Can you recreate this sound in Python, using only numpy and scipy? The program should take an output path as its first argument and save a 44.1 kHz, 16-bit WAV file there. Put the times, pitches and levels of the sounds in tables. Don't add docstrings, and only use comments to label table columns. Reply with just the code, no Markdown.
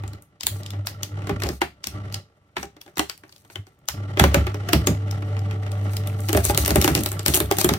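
import sys
import numpy as np
from scipy import signal
from scipy.fft import rfft, irfft, next_fast_len
from scipy.io import wavfile
from scipy.ndimage import map_coordinates

SR = 44100
rng = np.random.default_rng(int(sys.argv[2]) if len(sys.argv) > 2 else 0)


def how_loud(loudness_db):
    steps = np.asarray(loudness_db, float) / 20
    return 10 ** steps


def output_pcm(signal):
    pcm = np.clip(np.atleast_2d(signal).T, -1, 1) * 32767
    wavfile.write(sys.argv[1], SR, np.round(pcm).astype(np.int16))


N = 343098

# on in seconds, off in seconds, gear whir level in dB.
SWITCH_RUNS = [
    (-.1, 0.18, -56.5),
    (0.519, 1.04, -52.5),
    (1.134, 1.45, -49),
    (1.947, 2.178, -51),
    (3.6, 3.596, -65),
    (3.982, 8, -46.5),
]
# start in seconds, peak in dB, panel level in dB relative to it, t60 in seconds.
BIN_JOLTS = [(0.037, -39.5, -11, 0.4), (0.437, -46.5, 2.5, 0.5), (1.313, -32, 1.5, 0.31),
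             (1.449, -26.5, -6, 0.24), (1.499, -33, 0, 0.38), (1.632, -41.5, 0, 0.28),
             (1.868, -44, -2, 0.58), (2.58, -41.5, 4.5, 0.25), (2.64, -50.5, 2, 0.21),
             (2.979, -37.5, -1, 0.22), (3.9, -39.5, -22, 0.23), (4.207, -15, 1, 0.3),
             (4.246, -27.5, 5, 0.83), (4.364, -19, -2, 0.33), (4.746, -19, 3, 0.29),
             (4.888, -30, 11.5, 0.27), (6.347, -22, 0.5, 0.39), (6.481, -18, -27, 0.16),
             (6.599, -19, -19, 0.23), (6.709, -18, -7.5, 0.15), (6.772, -14.5, -5, 0.16),
             (6.9, -24, 2.5, 0.26), (6.969, -30.5, 11, 0.38), (7.279, -26.5, 4, 0.34),
             (7.419, -28.5, -4, 0.35), (7.648, -24, 0.5, 0.19), (7.708, -28.5, 8.5, 0.19)]
# start in seconds, peak in dB, knock and top in dB relative to it.
FIRST_MOUTHFUL = [(6.2863, -16.5, -15, -9), (6.2922, -16, -6.5, -5), (6.33, -12, -8.5, -3.5),
                  (6.3485, -20.5, 10, -11), (6.373, -13, -1.5, -3), (6.4438, -23, -7, 4.5),
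                  (6.4516, -17.5, -9.5, 6), (6.497, -16, 2.5, -6), (6.547, -14, -26, -9),
                  (6.5757, -8, -15.5, -2), (6.6491, -15, -24, -7), (6.6602, -11.5, -17, -2.5),
                  (6.6786, -12, -12.5, -1), (6.6925, -20.5, -2.5, -13), (6.7059, -10.5, -8.5, -5.5),
                  (6.7578, -10, -1, 0), (6.8145, -9.5, -30, -2), (6.8235, -15, -22, -9),
                  (6.8441, -7, -7, -6), (6.8776, -7.5, -3, -6), (6.951, -7, -13, -5),
                  (6.9759, -17.5, -6, -12), (7.0074, -26, -11, 0), (7.0355, -20.5, -33, 2),
                  (7.0604, -11, -16, -4), (7.088, -28, -29, 3), (7.1173, -22.5, -6.5, -0.5),
                  (7.1934, -17.5, -18, -15)]


def unit(x):
    return x / np.sqrt(np.mean(x ** 2) + 1e-20)


def along(points, hz):
    f, value = np.transpose(points)
    return np.interp(np.log(hz + 1), np.log(f + 1), value)


def curves(rows):
    s, *columns = np.transpose(rows)
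    return [np.interp(np.arange(N) / SR, s, column) for column in columns]


def wobble(rate):
    knots = rng.standard_normal(int(N * rate / SR) + 4)
    return map_coordinates(knots, [np.arange(N) * rate / SR])


def filtered(x, response):
    m = next_fast_len(N + SR // 2)
    return irfft(rfft(x, m) * response(np.fft.rfftfreq(m, 1 / SR)), m)[..., :N]


def band(x, lo_hz, hi_hz):
    return signal.lfilter(*signal.butter(2, [lo_hz, hi_hz], "band", fs=SR), x)


def hiss(spectrum):
    return unit(filtered(rng.standard_normal((2, N)), lambda hz: how_loud(along(spectrum, hz))))


def tone(hz, drift):
    return np.sqrt(2) * np.sin(2 * np.pi * np.cumsum(hz * (1 + drift * wobble(13))) / SR)


def powered(rise, fall):
    t = np.arange(N) / SR
    return [np.minimum(0, np.minimum(rise * (t - on), fall * (off - t))) for on, off, _ in SWITCH_RUNS]


def effort():
    # time in seconds, hum level in dB.
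    pull = [(0.05, -30), (0.22, -46), (0.56, -26.5), (0.65, -39), (0.8, -25.5), (0.88, -42), (1.14, -29.5),
            (1.35, -30), (1.45, -28), (2.16, -31.5), (3.59, -27.5), (3.99, -24.5), (4.08, -28.5),
            (4.2, -27.5), (5.6, -23), (6.3, -24), (7.05, -31.5), (7.62, -33.5)]
    hum_rest_db, gear_rest_db = -66, -70
    strain_db, strain_s = -29, 0.036
    hum = how_loud(curves(pull)[0] + np.max(powered(570, 460), axis=0)) + how_loud(hum_rest_db)
    ramps = powered(300, 440)
    whir = sum(how_loud(db + ramp) for (_, _, db), ramp in zip(SWITCH_RUNS, ramps)) + how_loud(gear_rest_db)
    starts = [round(row[0] * SR) for row in BIN_JOLTS]
    jolts = np.bincount(starts, [how_loud(row[1] + strain_db) for row in BIN_JOLTS], N)
    ease = np.arange(SR // 2) / SR / strain_s
    strain = signal.fftconvolve(jolts, ease * np.exp(1 - ease))[:N]
    return hum, whir + np.abs(strain)


def motor():
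    # frequency in Hz, width in Hz, level in dB.
    gear_modes = [(148, 49, 1), (203, 41, 1), (295.4, 13.6, 3.5), (378.4, 31.5, -4.5), (448.6, 11, -2),
                  (589, 40, -2), (820, 90, -8.5), (1160, 36, -5.5), (1349, 54, -4.5), (1960, 230, -12.5),
                  (3000, 440, -20.5)]
    # frequency in Hz, level in dB per Hz.
    whir_spectrum = [(60, -18), (130, -9.5), (230, -28), (640, -35.5), (1500, -65), (4000, -45.5),
                     (12000, -61), (17000, -85)]
    # multiple of the shaft rate, level in dB relative to the hum.
    shaft_orders = [(3, -39.5), (9, -19), (12, -24.5), (15, -24.5), (16, -26)]
    # time in seconds, level in dB.
    free_run = [
        (4.7, -18),
        (5.1, -2.5),
        (6.2, -1.5),
        (6.4, -19),
    ]
    hum_hz, shaft_hz = 100, 49
    hum_gain, whir_gain = effort()
    hum = how_loud(wobble(8)) * tone(hum_hz, 0)
    hum += how_loud(-24.5) * tone(2 * hum_hz, 0) + how_loud(-25.5) * tone(3 * hum_hz, 0)
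    turns = np.cumsum(shaft_hz * (1 + .004 * wobble(6))) / SR
    orders = sum(how_loud(db + 3 * wobble(24)) * np.sin(2 * np.pi * k * turns) for k, db in shaft_orders)
    buzz = hum + how_loud(curves(free_run)[0]) * orders
    teeth = rng.standard_normal((2, N)) * how_loud(3.5 * wobble(160) + 1.6 * wobble(22))

    def resonate(f):
        return sum((-1) ** k * how_loud(db) * 1j * f * width / (centre * centre - f * f + 1j * f * width)
                   for k, (centre, width, db) in enumerate(gear_modes))

    broad = filtered(teeth[::-1], lambda hz: how_loud(along(whir_spectrum, hz)))
    whir = unit(filtered(teeth, resonate)) + how_loud(1.5) * unit(broad)
    return how_loud(7.0) * whir_gain * whir + hum_gain * np.array([buzz, np.roll(buzz, 90)])


def breaks():
    # start in seconds, peak in dB, knock and top in dB relative to it.
    second_mouthful = [(7.2615, -6, -18.5, -4), (7.2814, -8.5, -11, -3), (7.3379, -7.5, -26, -12.5),
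                       (7.3437, -7.5, -18, -2), (7.3617, -19, -47, -2), (7.3733, -21.5, -3.5, 6.5),
                       (7.4026, -11.5, -7, -2.5), (7.5122, -10, -4, -8.5), (7.5689, -22, -13, 0),
                       (7.5853, -10, -15.5, -3), (7.613, -8, -20.5, -6), (7.645, -9.5, -5, 1),
                       (7.6905, -7, -9, -8), (7.737, -12.5, -11, -8.5)]
    # start in seconds, peak in dB, top in dB relative to it, ring in Hz.
    switch_clicks = [(0.2228, -49.5, 5, 7500), (0.4086, -21.5, -18, 5000), (0.4331, -17, -10, 5030),
                     (0.468, -8, -4.5, 6930), (0.633, -32.5, -12, 4320), (0.6623, -25.5, -18, 3100),
                     (0.7053, -26.5, -11.5, 3540), (1.032, -15, -9, 6120), (1.4015, -29, -11, 2550),
                     (1.8411, -18, -18, 5240), (1.8703, -15.5, -8.5, 5630), (2.1248, -30, -7, 4570),
                     (2.143, -15, -15, 4820), (2.8141, -31, -7, 3380), (2.957, -44.5, -30, 5630),
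                     (3.177, -42, -1.5, 3030), (3.325, -37.5, -16, 4370), (3.362, -40, -9, 4450),
                     (3.88, -33, -44, 5830), (4.1953, -10.5, -27, 3350), (5.111, -23.5, -10, 5520),
                     (5.392, -34.5, -13, 5040), (5.7175, -28, -13, 7600), (5.9677, -19, -7.5, 4900),
                     (6.0728, -25, -3, 3520)]
    # start
    # in seconds, peak in dB, knock and clack in dB relative to it, ring in Hz.
    cutter_blows = [(0.0365, -37.5, 0.5, 2, 3240), (0.0783, -32.5, -17, -11, 6900),
                    (0.133, -34.5, -7.5, -9, 4230), (0.7348, -46.5, 14, 10.5, 2564),
                    (0.8704, -15, -31.5, -10.5, 5000), (1.271, -28, -3, -0.5, 3100),
                    (1.294, -24.5, 6, 3.5, 3180), (1.4203, -21, -22.5, 0, 4000),
                    (1.4356, -17, -6, -4, 4000), (1.4677, -26.5, -1, -17, 4380),
                    (1.489, -18, -9.5, -6.5, 5100), (1.6169, -14, -5.5, 2.5, 2800),
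                    (3.8865, -10, -44, -12, 6200), (4.1727, -26, 4.5, 7, 3120),
                    (4.1967, -3.5, -12.5, -3, 3120), (4.2392, -7.5, -7, -2, 2900),
                    (4.344, -7, -4, -3.5, 2640), (4.468, -25, 0, 4, 3230), (4.544, -29, 0.5, -0.5, 2970),
                    (4.6883, -16, -8, -5.5, 2950), (4.732, -2.5, -13, -7, 2710),
                    (4.871, -6, -11.5, -10, 6840), (5.3673, -43.5, -23, 11, 2700),
                    (5.5104, -34, -19, 3.5, 2640)]
    # start in seconds, peak in dB, knock and clack in dB relative to it, ring in Hz.
    hand_moves = [(2.5674, -27.5, -8.5, 11, 2680), (2.6293, -24.5, -2, -4, 5820),
                  (2.7663, -45.5, 3, 0.5, 3200), (2.8621, -43.5, -2, -4, 3450),
                  (2.971, -22.5, -15, -1.5, 3870), (2.9941, -7, -8.5, -8, 2930),
                  (3.0969, -17.5, -31, -9, 4450), (3.236, -47.5, 5, 7, 3100), (3.2933, -46, -16, -6, 4610),
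                  (3.4488, -51, -8, -1, 3130), (3.5005, -42.5, -4, 2.5, 4280), (3.5568, -28, -13, -3, 3100),
                  (3.6681, -44, -3.5, -3, 4250)]
    chew = FIRST_MOUTHFUL + second_mouthful
    rings = 2800 * 2 ** (1.4 * rng.uniform(size=len(chew)) ** 2)
    events = [(s, db, top, -3 + 0.53 * knock, knock, hz) for (s, db, knock, top), hz in zip(chew, rings)]
    events += [(s, db, top, -17, -32.5, hz) for s, db, top, hz in switch_clicks]
    for rows, top_db in ((cutter_blows, -8), (hand_moves, -11)):
        events += [(s, db, top_db + 0.068 * db, clack, knock, hz) for s, db, knock, clack, hz in rows]
    return events


def snaps(events):
    # frequency in Hz, level in dB, t60 in seconds.
    casing_modes = [(307, 1.5, 0.085), (316, -1, 0.1), (371.8, 6.5, 0.082), (410, -4, 0.18),
                    (577, -1, 0.08), (691, -6.5, 0.13), (801.5, -2.5, 0.1)]
    chew_ring_db = -3
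    size, early = SR // 6, SR // 100
    t = np.arange(-early, size - early) / SR
    after = np.maximum(t, 0)
    broken = t >= 0
    out, notes = np.zeros((2, 2, N + size))
    hz, level, t60 = np.transpose(casing_modes)[..., None]
    for s, db, top_db, clack_db, knock_db, ring_hz in events:
        late = rng.uniform(0, 0.0035, (3, 1))
        micro = how_loud(-4 - 700 * late - 60 * np.maximum(t - late, 0) / 0.004) * (t >= late)
        cluster = broken * how_loud(2 - 60 * after / 0.007) + micro.sum(axis=0)
        creak = how_loud(np.where(t < 0, -17 + 1800 * t, -13 - 60 * t / 0.013))
        crack = rng.standard_normal((2, size)) * (cluster + creak)
        crack[0, early:early + 3] += how_loud(-2.5) * np.array([1, -1, .5])
        note = signal.lfilter(*signal.iirpeak(ring_hz, 10, fs=SR), crack)
        note /= np.abs(note).max()
        bright = band(crack, 2050, 7750) + how_loud(top_db + 3.5) * band(crack, 6030, 14600)
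        rattle = broken * how_loud(-2.0 - 60 * after / 0.067) * rng.standard_normal((2, size))
        clack = how_loud(clack_db + 7.5) * band(crack + rattle, 703, 2546)
        luck = rng.standard_normal((3, 2, len(casing_modes), 1))
        swing = np.sin(2 * np.pi * hz * (1 + 0.032 * luck[1]) * after + 1.05 * luck[2])
        ring = how_loud(level + 4.42 * luck[0] - 60 * after / t60) * swing
        knock = how_loud(knock_db - 6.0) * ring.sum(axis=1) * (1 - np.exp(-after / 0.0018))
        note_db = -7 + 0.91 * db + chew_ring_db * (s >= FIRST_MOUTHFUL[0][0])
        first = round(s * SR) - early
        out[:, first:][:, :size] += how_loud(db) * (bright + clack + knock)
        notes[:, first:][:, :size] += how_loud(note_db) * note
    return out[:, :N], notes[:, :N]


def thuds():
    bin_hz = 70
    size = SR // 2
    t = np.arange(size) / SR
    out = np.zeros(N + size)
    for s, db, panel_db, t60 in BIN_JOLTS:
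        luck = rng.standard_normal(4)
        sagging = t + 0.0033 * (1 - np.exp(-t / 0.06))
        rock = np.sin(2 * np.pi * bin_hz * (1 + luck[0] / 30) * sagging) * (1 - np.exp(-t / 0.015))
        panels = np.sin(2 * np.pi * 158 * (1 + 0.08 * luck[1]) * t)
        panels += 0.57 * np.sin(2 * np.pi * 200 * (1 + 0.071 * luck[2]) * t)
        panels += 1.1 * unit(band(rng.standard_normal(size), 79, 273))
        flap = how_loud(panel_db - 9.5 - 60 * t / 0.2) * panels * (1 - np.exp(-t / 0.0043))
        out[round(s * SR):][:size] += how_loud(db + 12.5) * (rock * how_loud(-60 * t / t60) + flap)
    return out[:N]


def pings():
    # start in seconds, peak in dB, frequency in Hz.
    clear_notes = [
        (0.409, -31, 3100),
        (0.468, -17, 3550),
        (1.0325, -24.5, 2920),
        (1.617, -14, 2040),
        (2.569, -25, 1900),
        (3.2935, -52, 4610),
        (3.326, -45, 4400),
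        (3.557, -19, 3070),
        (3.881, -31, 5960),
        (4.873, -16, 6350),
    ]
    t = np.arange(SR // 16) / SR
    out = np.zeros(N)
    for s, db, hz in clear_notes:
        pair = np.sin(2 * np.pi * hz * t) + .4 * np.sin(2 * np.pi * 0.65 * hz * t)
        out[round(s * SR):][:len(t)] += how_loud(db - 60 * t / .022) * (1 - np.exp(-t / .0006)) * pair
    return out


def drag():
    # time in seconds, level in dB.
    push = [(0, -92), (2.7, -81), (3.3, -61.5), (3.8, -82), (5.0, -68), (5.8, -66), (6.15, -52), (6.3, -48),
            (6.42, -42), (6.9, -32.5), (7.03, -46), (7.16, -62), (7.4, -48), (7.5, -56), (7.78, -52)]
    # start in seconds, length in seconds, level in dB.
    sudden_slides = [(0.475, 0.13, -49.5), (0.856, .05, -44), (1.471, 0.11, -50.5), (2.591, 0.053, -46),
                     (2.878, 0.016, -69), (3.503, 0.033, -51), (3.667, 0.016, -64), (5.902, .06, -50),
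                     (6.2, .05, -54), (6.435, 0.071, -29), (6.572, 0.057, -31), (6.654, 0.053, -41),
                     (6.816, 0.046, -40.5), (6.955, .05, -35.5), (7.268, .06, -29), (7.341, 0.033, -31),
                     (7.583, 0.026, -20.5), (7.622, .025, -29.5)]
    # frequency in Hz, level in dB per Hz.
    scrape_spectrum = [(700, -30), (1300, -10), (2500, -5), (5000, -2), (8000, -2), (12000, -1),
                       (16000, -4)]
    echo_s, echo_gain = .00048, .4
    t = np.arange(N) / SR
    slides = 0
    for s, length, db in sudden_slides:
        fade = np.minimum((t - s) / 0.0057, 1 + (s + length - t) / 0.017)
        slides = slides + how_loud(db) * np.clip(fade, 0, 1)
    grit = unit(how_loud(4.1 * wobble(450) + 3.4 * wobble(60) + 4.8 * wobble(5.024)))
    rasp = (how_loud(curves(push)[0]) * grit + slides * how_loud(2.9 * wobble(150))) * hiss(scrape_spectrum)
    return 0.83 * (rasp + echo_gain * np.roll(rasp, round(echo_s * SR), axis=1))


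def small_breaks():
    # start in
    # seconds, peak in dB, top in dB relative to it, ring in Hz.
    splinters = [(5.9344, -29, -7, 2320), (6.2044, -38, 4.5, 8090), (6.235, -42, 1, 8000),
                 (6.304, -28, -6, 5500), (6.368, -24, 3, 7000), (6.433, -31, -10, 2500),
                 (6.506, -23.5, 1.5, 8000), (6.656, -24, 0, 8000), (6.84, -18, -3, 8000),
                 (6.968, -29, -4, 8000), (6.991, -22, -11, 7500), (7.128, -37, 5, 8000),
                 (7.142, -45, -3, 8000), (7.2303, -35, 0, 4000), (7.349, -14, 1, 6460),
                 (7.355, -16.5, 6, 4500), (7.365, -14, 1, 7000), (7.458, -33, -4, 3500),
                 (7.523, -17.5, -5, 3500), (7.729, -33, 0, 4970), (2.582, -32, -10, 4520),
                 (2.655, -39, -13, 5900), (2.9813, -18, -5, 2050), (3.115, -38, -4, 3500),
                 (3.28, -54.5, -5, 6500), (3.79, -63, -2, 6930), (3.856, -58.5, -1.5, 3270)]
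    # start in seconds, peak in dB, knock in dB relative to it, ring in Hz.
    dull_taps = [(1.22, -42, 4, 1800), (1.46, -32, -2, 2050), (2.8784, -49, 2.5, 3250),
                 (5.081, -41.5, -15, 2730), (5.1824, -50, -15, 2730), (5.2231, -39.5, -15, 2150),
                 (5.3048, -53, -15, 2870), (5.4477, -50, -18, 2720), (5.6323, -40, -15, 2080),
                 (5.665, -39, -11, 2710), (5.7534, -46, -15, 2130), (5.813, -47, -12, 2800),
                 (5.8557, -56, -15, 3150), (5.8946, -39.5, -15, 3130), (6.036, -41, -15, 3400),
                 (6.0983, -41, -15, 2080), (6.128, -44, -15, 2010)]
    return ([(s, db, top, -17, -32.5, hz) for s, db, top, hz in splinters]
            + [(s, db, -14.5, 4.5, knock, hz) for s, db, knock, hz in dull_taps])


def room(x):
    # frequency in Hz, t60 in seconds.
    decay = [(100, 0.1), (1000, 0.16), (4000, 0.23), (12000, 0.19)]
    size = SR // 4
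    out = np.zeros((2, N + 2 * SR))
    for start in range(0, N, size):
        hz, t, z = signal.stft(rng.standard_normal((2, SR // 3)), SR, nperseg=256)
        fading = z * how_loud(-60 * t / along(decay, hz)[:, None])
        tail = signal.istft(fading, SR, nperseg=256)[1]
        wet = signal.fftconvolve(x[:, start:start + size], tail / np.linalg.norm(tail[0]), axes=1)
        out[:, start + 200:][:, :wet.shape[1]] += wet
    return signal.sosfilt(signal.butter(2, 350, "high", fs=SR, output="sos"), out[:, :N])


def ports(pair):
    # frequency in Hz, left-right correlation from 0 to 1.
    likeness = [(30, .93), (70, .97), (120, .99), (300, .96), (700, .85), (1500, .55), (12000, .35)]
    # frequency in Hz, lead of the left port in radians.
    left_lead = [(0, .08), (780, 0.81), (1720, 2.5), (3190, 0.9), (6720, -9), (10900, -3), (15200, 11)]
    # frequency in Hz, left over right in dB.
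    balance = [(100, -0.5), (380, -1), (700, 1.5), (1290, -3.5), (3000, 2.5), (6000, 6.5), (15000, -1.5)]

    def mid_side(hz):
        turn = np.arccos(np.clip(along(likeness, hz), 0, 1)) / 2
        return np.array([np.cos(turn), np.sin(turn)])

    def apart(hz):
        f, lead = np.transpose(left_lead)
        gain = how_loud(np.outer([.5, -.5], along(balance, hz)))
        return gain * np.exp(np.outer([.5j, -.5j], np.interp(hz, f, lead)))

    mid, side = filtered(pair, mid_side)
    return filtered(np.array([mid + side, mid - side]), apart)


def scene():
    # frequency in Hz, level in dB per Hz.
    quiet_spectrum = [(25, -24), (65, 7), (113, -5), (270, -11.5), (600, -14), (1800, -19.5),
                      (12000, -40.5), (17000, -79.5)]
    hits, notes = snaps(breaks())
    jolts = thuds()
    steady = motor() + np.array([jolts, np.roll(jolts, 130)]) + drag() + how_loud(-65.5) * hiss(quiet_spectrum)
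    small, small_notes = snaps(small_breaks())
    rings = notes + small_notes + pings()
    tail = how_loud(-7.5) * room(hits + small + how_loud(-6) * rings)
    return tail + ports(hits + small + rings + steady)


def low_pass(x):
    return signal.sosfilt(signal.butter(12, 17150, fs=SR, output="sos"), x)


def record(dry):
    soft = dry / (1 + np.abs(dry) ** 8) ** (1 / 8)

    def limits(hz):
        treble_db = -34 * np.clip((hz - 15850) / 250, 0, 1) - 60 * (hz > 17100)
        return how_loud(treble_db) / (1 + (42 / (hz + 1)) ** 2)

    return low_pass(filtered(soft, limits))


dry = scene()
out = record(dry)
output_pcm(out)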